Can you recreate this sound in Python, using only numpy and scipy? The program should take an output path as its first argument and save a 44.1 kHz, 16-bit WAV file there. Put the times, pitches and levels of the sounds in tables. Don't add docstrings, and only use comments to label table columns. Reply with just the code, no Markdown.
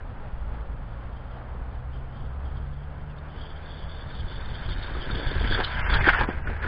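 import sys
import numpy as np
from scipy import signal
from scipy.fft import irfft, next_fast_len
from scipy.io import wavfile
from scipy.ndimage import uniform_filter1d

SR = 44100
rng = np.random.default_rng(int(sys.argv[2]) if len(sys.argv) > 2 else 0)


def pcm_store(signal):
    levels = np.round(np.clip(np.atleast_2d(signal), -1, 1) * 32767)
    wavfile.write(sys.argv[1], SR, levels.astype(np.int16).T)


def attenuation_scalar(level_db):
    decades = np.asarray(level_db, float) / 20
    return 10 ** decades


N = 294271
T = np.arange(N) / SR


def evened(x):
    return x / np.sqrt(np.mean(x ** 2) + 1e-20)


def columns(rows):
    times_s, *values = np.transpose(rows)
    return [np.interp(T, times_s, v) for v in values]


def resonate(x, hz, width_hz):
    turn = np.exp(2j * np.pi * np.cumsum(hz * np.ones(len(x))) / SR)
    pole = np.exp(-np.pi * width_hz / SR)
    smooth = signal.lfilter([1 - pole], [1, -pole], x / turn + 1e-18)
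    return 2 * (turn * smooth).real


def wobble(hz):
    once = resonate(rng.standard_normal(N), 0, hz)
    return evened(resonate(once, 0, hz))


def hiss(points):
    point_hz, point_db = np.transpose(points)
    hz = np.fft.rfftfreq(next_fast_len(N), 1 / SR)
    z = rng.standard_normal(len(hz)) + 1j * rng.standard_normal(len(hz))
    shape_db = np.interp(np.log(hz + 1), np.log(point_hz), point_db, left=-60, right=-90)
    return evened(irfft(z * attenuation_scalar(shape_db))[:N])


def grit(per_s, spread_db, bump_db):
    size = attenuation_scalar(spread_db * np.minimum(rng.exponential(1, N), 4)) * rng.choice([-1, 1], N)
    happens = rng.random(N) < per_s / SR
    return size * happens * attenuation_scalar(bump_db * wobble(52.0))


def truck():
    # start_s, rattle_db, thump_db (relative to the rattle)
    body = [
        [(0, -64, -8), (2, -61, -7), (3, -58.5, -2), (3.4, -53.5, -3.5), (3.9, -51.5, -5.5), (4.3, -49.5, -0.5)],
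        [(4.4, -47, -1), (4.47, -45.5, -8), (4.8, -43, -1.5), (4.87, -40, -14), (4.9, -41.5, -3),
         (5.3, -38.5, -1.5), (5.61, -29.5, -7.5), (5.65, -36.5, -6.5), (5.72, -32.5, -22.5), (5.8, -32, -26),
         (5.95, -24.5, -10), (5.99, -27.5, -17), (6.01, -25, -17), (6.03, -33.5, -3), (6.04, -30, -16),
         (6.08, -23.5, 1.5), (6.09, -10, -31), (6.12, -33, -14), (6.15, -22.5, -18), (6.16, -27, -10),
         (6.18, -24.5, -25), (6.21, -23, -11), (6.27, -42, -6), (6.29, -34, 8), (6.31, -34, -13.5),
         (6.42, -46.5, -10.5), (6.48, -39, -2), (6.61, -41.5, -9.5), (6.64, -29.5, -11), (6.66, -39, -6),
         (6.67, -32.5, -2)],
    ]
    # start_s, level_db, centre_hz
    whine_course = [
        [(0.0, -87, 3360), (0.18, -77, 3165), (0.39, -73.5, 3460), (0.52, -78, 3210), (0.56, -74, 3290),
         (0.6, -88, 3460), (0.61, -61, 3470), (0.63, -77, 3490), (0.88, -72, 3050), (1.0, -78.5, 3210),
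         (1.21, -64.5, 3100), (1.56, -81, 3270), (1.61, -69.5, 3050), (1.63, -85, 3070), (1.76, -63, 3060),
         (1.88, -85, 3120), (1.92, -62, 3120), (2.0, -61, 3150), (2.04, -77, 3060), (2.14, -62, 3020),
         (2.4, -75, 3040), (2.45, -61, 3095), (2.7, -73, 3300), (2.83, -64.5, 3140), (2.91, -75, 3340),
         (3.11, -65, 2945), (3.13, -81, 3100), (3.19, -63, 3450), (3.23, -81, 3260), (3.3, -61, 3140)],
        [(3.3, -57.5, 3080), (3.49, -55, 3380), (3.94, -54.5, 3460), (4.85, -45, 3580), (4.93, -52.5, 3460),
         (5.02, -39.5, 3230), (5.09, -51, 3560), (5.1, -42.5, 3585), (5.53, -37.5, 3396), (5.55, -32.5, 3300),
         (5.57, -40.5, 3370), (5.63, -39, 3696), (5.65, -25.5, 3510), (5.66, -38, 3650), (5.81, -49, 2994),
         (5.86, -54, 3260), (5.91, -41, 3430), (5.97, -33.5, 3210), (6.0, -49, 3390), (6.02, -44.5, 3530),
         (6.11, -36.5, 3210), (6.19, -57, 3210), (6.2, -46.5, 3184), (6.37, -73.5, 3080), (6.45, -74, 3220),
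         (6.47, -64, 3400), (6.57, -60, 3250), (6.59, -86, 3190), (6.62, -59.5, 3215), (6.67, -50, 3160)],
    ]
    # centre_hz, width_hz, level_db
    modes = [(710, 400, -8.5), (970, 320, -2), (1150, 360, -5), (1327, 220, -4), (1538, 360, 5),
             (1991, 440, -8), (2570, 1000, -21.5)]
    rattle_db, thump_db = columns(body[0] + body[1])
    whine_db, whine_hz = columns(whine_course[0] + whine_course[1])

    shake = grit(2500., 2.2, 1.1)
    shell = 0
    for hz, width_hz, db in modes:
        mode = resonate(resonate(shake, hz, width_hz), hz, width_hz * 2.2)
        shell = shell + attenuation_scalar(db) / np.sqrt(width_hz) * mode

    teeth = grit(2200., 1.3, 3.2)
    unsteady_hz = whine_hz * (1 + 0.048 * wobble(25.))
    mesh = resonate(resonate(teeth, unsteady_hz, 220.0), whine_hz, 410.0)
    housing_band = signal.butter(4, (2950., 3720.), "band", fs=SR, output="sos")
    gearbox = signal.sosfilt(housing_band, teeth)
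    whine = evened(1.4 * evened(mesh) + evened(gearbox))

    thump = resonate(resonate(grit(300., 2.7, 2.6), 320.0, 260.0), 360., 610.0)
    rolling = 0.91 * evened(shell) + attenuation_scalar(thump_db - 0.5) * evened(thump)
    return attenuation_scalar(rattle_db) * rolling + attenuation_scalar(whine_db + 1.5) * whine


def knocks():
    # start_s, peak_db, ring_hz, thud_db, thud_hz, tick_db
    blows = [(0.543, -32.5, 840, -20, 221, -30), (4.688, -30, 1225, -1, 295, 1.5),
             (4.95, -27.5, 1236, -15.5, 312, -8), (5.099, -27, 1410, 3.5, 223, -16),
             (5.198, -36, 1550, -5.5, 430, -13), (5.445, -25, 1760, 5.5, 240, -18),
             (5.522, -17.5, 1590, -22, 277, -8), (5.549, -16, 1600, -16, 358, -17),
             (5.6, -18, 854, -7.5, 437, -1), (5.641, -23, 1414, -11, 360, 9.5),
             (5.898, -23, 1540, -5, 390, -1.5), (5.938, -15.5, 1530, -24, 390, 1),
             (6.009, -17.5, 2116, -7, 221, -24.5), (6.04, -13.5, 1840, -23, 256, -15),
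             (6.056, -14.5, 1885, -20, 221, -25), (6.063, -10.5, 1527, -21, 550, -42),
             (6.071, -11.5, 890, -1.5, 296, -14), (6.086, 0.5, 1585, -45, 320, -27.5),
             (6.101, -14, 1623, -24, 245, -27), (6.132, -9, 1425, -33, 221, -24),
             (6.145, -11, 1475, -29, 266, -37), (6.183, -15, 1706, -35, 345, -35),
             (6.21, -8, 866, -19.5, 390, -19.5), (6.232, -13, 1041, -8, 248, -18),
             (6.289, -22.5, 754, -6, 544, -30), (6.286, -21.5, 1597, 3, 215, -31),
             (6.471, -22, 1460, -4, 288, -40), (6.497, -26.5, 759, -1, 221, -23),
             (6.563, -27.5, 1610, -10, 336, -24), (6.624, -21.5, 1814, -19, 256, -18),
             (6.641, -16.5, 1472, -20, 380, -32), (6.663, -23, 1560, -21, 221, -24.5)]
    t = np.arange(4000) / SR
    out = np.zeros(N + len(t))
    rise = 1 - np.exp(-(t / 0.002) ** 2)
    for start_s, peak_db, ring_hz, thud_db, thud_hz, tick_db in blows:
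        noise = rng.standard_normal((2, len(t)))
        ring = np.sin(2 * np.pi * ring_hz * t) * attenuation_scalar(-60 * t / 0.025)
        scatter = evened(resonate(resonate(noise[0], ring_hz, 580.0), ring_hz, 1100.))
        rattle = scatter * 0.25 * attenuation_scalar(-60 * t / 0.08)
        thud = np.sin(2 * np.pi * thud_hz * t) * attenuation_scalar(thud_db - 60 * t / 0.035)
        click = evened(resonate(resonate(noise[1], 3600.0, 900.), 3600.0, 900.))
        tick = click * attenuation_scalar(tick_db - 4.5 - 60 * t / 0.033)
        out[round(start_s * SR):][:len(t)] += attenuation_scalar(peak_db + 1.0) * rise * (ring + rattle + thud + tick)
    return out[:N]


def wind():
    # start_s, level_db
    gusts = [(0.0, -37.5), (0.05, -33.5), (0.33, -35), (0.45, -33), (0.61, -41), (0.7, -33), (0.95, -37),
             (1.17, -35.5), (1.36, -39), (1.95, -33.5), (2.12, -37), (2.15, -34.5), (2.27, -29),
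             (2.36, -42.5), (2.38, -36.5), (2.56, -33), (2.6, -31.5), (2.71, -35.5), (2.86, -38),
             (2.97, -36.5), (3.17, -36), (3.27, -42.5), (3.4, -32), (3.49, -44.5), (3.53, -35), (3.6, -38),
             (4.03, -36), (4.09, -31.5), (4.12, -35.5), (4.25, -26.5), (4.31, -36.5), (4.38, -28.5),
             (4.42, -37.5), (4.48, -28), (4.64, -34.5), (4.7, -26), (4.85, -31), (4.89, -34.5), (4.92, -29),
             (5.05, -32), (5.16, -25.5), (5.22, -37.5), (5.27, -18.5), (5.33, -28.5), (5.39, -17.5),
             (5.46, -29), (5.52, -18), (5.59, -31), (5.65, -29.5), (5.68, -35), (5.72, -34.5), (5.78, -25),
             (5.87, -29.5), (5.93, -21), (5.98, -23), (6.17, -24.5), (6.18, -30.5), (6.22, -21),
             (6.32, -38), (6.35, -25.5), (6.43, -31.5), (6.52, -26.5), (6.56, -33.5), (6.67, -26.5)]
    # frequency_hz, level_db (per Hz)
    turbulence = [(7.1, -17), (12, 3), (26, -2.5), (54, -1), (98, -9), (130, -11), (166, -21.5),
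                  (260, -24.5), (340, -48.5), (570, -120)]
    return attenuation_scalar(columns(gusts)[0] - 0.5) * hiss(turbulence)


def traffic():
    # frequency_hz, level_db (per Hz)
    roar = [(100, -26), (170, -2.5), (194, -2.5), (233, -5.5), (351, -9), (481, -6), (869, -6.5),
            (1090, -9), (1410, -10), (2360, -23.5), (3950, -29), (5140, -45), (8690, -120)]
    level_db = -46.5 - 0.44 + 1.1 * wobble(5.1)
    return attenuation_scalar(level_db) * hiss(roar)


def engine():
    # start_s, firing_hz, order_1_db, order_2_db, order_3_db
    running = [(0, 52, -50, -49.5, -72), (.6, 56, -36.5, -50.5, -53.5), (1.2, 59, -49, -46.5, -62),
               (1.8, 63, -38, -48, -70), (2.3, 66, -37.5, -46, -54.5), (2.6, 69, -38, -43.5, -61.5),
               (2.95, 72.5, -43.5, -47, -54), (3.3, 75, -44, -50.5, -61.5), (4, 75, -44.5, -50, -68),
               (4.8, 74, -50, -51.5, -60), (5.5, 70, -49.5, -47.5, -76), (6, 70, -37.5, -42, -55),
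               (6.67, 74, -37, -47.5, -61.5)]
    firing_hz, *levels_db = columns(running)
    turns = np.cumsum(firing_hz * (1 + .012 * wobble(8.5))) / SR
    out = np.zeros(N)
    for order, db in enumerate(levels_db, 1):
        out += np.sqrt(2) * attenuation_scalar(db + 3.0 * wobble(3.3)) * np.sin(2 * np.pi * order * turns)
    return out


def bird():
    # start_s, pitch_hz, level_db
    chirp = [
        (3.08, 3050, -77),
        (3.1, 2800, -59),
        (3.14, 2450, -64),
    ]
    pitch_hz, level_db = columns(chirp)
    sounding = (T > chirp[0][0]) * (T < chirp[-1][0])
    return attenuation_scalar(level_db) * np.sin(2 * np.pi * np.cumsum(pitch_hz) / SR) * sounding


def scene():
    toy = truck() + knocks()
    echo = np.roll(toy, round(.011 * SR)) * attenuation_scalar(-15.0)
    return (toy + echo + wind() + traffic() + engine() + bird())[None]


def masked_rounding(x):
    # start_s, end_s, coarser_db
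    starved = [
        (5.815, 5.89, 14.5),
        (5.995, 6.015, 12.5),
        (6.14, 6.19, 12.5),
        (6.265, 6.32, 12.5),
        (6.415, 6.465, 16.5),
        (6.58, 6.61, 12.5),
    ]
    mask_db, skirt_db, quiet_db = -11.0, 1.52, -75.0
    hop, start = 128, 91
    n, k = np.arange(2 * hop), np.arange(hop)
    window = np.sqrt(2 / hop) * np.sin(np.pi * (n + .5) / 2 / hop)
    basis = window * np.cos(np.pi / hop * (n + .5 + hop / 2) * (k[:, None] + .5))
    padded = np.pad(x, (hop - start, 2 * hop))
    lines = np.lib.stride_tricks.sliding_window_view(padded, 2 * hop)[::hop] @ basis.T

    power = uniform_filter1d(lines ** 2, size=4, axis=0) * (k > 6)
    slope = np.where(k > k[:, None], .5, 2)
    spread = power @ attenuation_scalar(-2 * skirt_db * abs(k - k[:, None]) * slope)
    frame_s = (np.arange(len(lines)) * hop + start) / 8000
    coarse_db = sum(db * (frame_s > a) * (frame_s < b) for a, b, db in starved)
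    step = np.sqrt(spread) * attenuation_scalar(mask_db + coarse_db[:, None]) * (k / hop) ** 1.6 + attenuation_scalar(quiet_db)
    rounded = np.sign(lines) * np.floor(abs(lines) / step + .4) * step

    frames = rounded @ basis
    out = np.zeros((len(frames) + 1, hop))
    out[:-1] += frames[:, :hop]
    out[1:] += frames[:, hop:]
    return out.ravel()[hop - start:][:len(x)]


def low_pass(x):
    return signal.sosfilt(signal.butter(12, 9900, fs=SR, output="sos"), x)


def record(dry):
    low = signal.resample_poly(dry[0], 80, 441, window=("kaiser", 6.))
    low = masked_rounding(low)
    t = np.arange(-2000, 2001) / (80 * SR)
    half_s = .00045
    taper = np.i0(4.5 * np.sqrt(np.clip(1 - (t / half_s) ** 2, 0, 1))) * (abs(t) < half_s)
    kernel = np.sinc(2 * 4100. * t) * taper
    up = signal.resample_poly(low, 441, 80, window=kernel / kernel.sum())[:N]
    up = np.pad(up, (0, N - len(up))) + attenuation_scalar(-100.) * rng.standard_normal(N)
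    return low_pass(up[None])


dry = scene()
out = record(dry)
pcm_store(out)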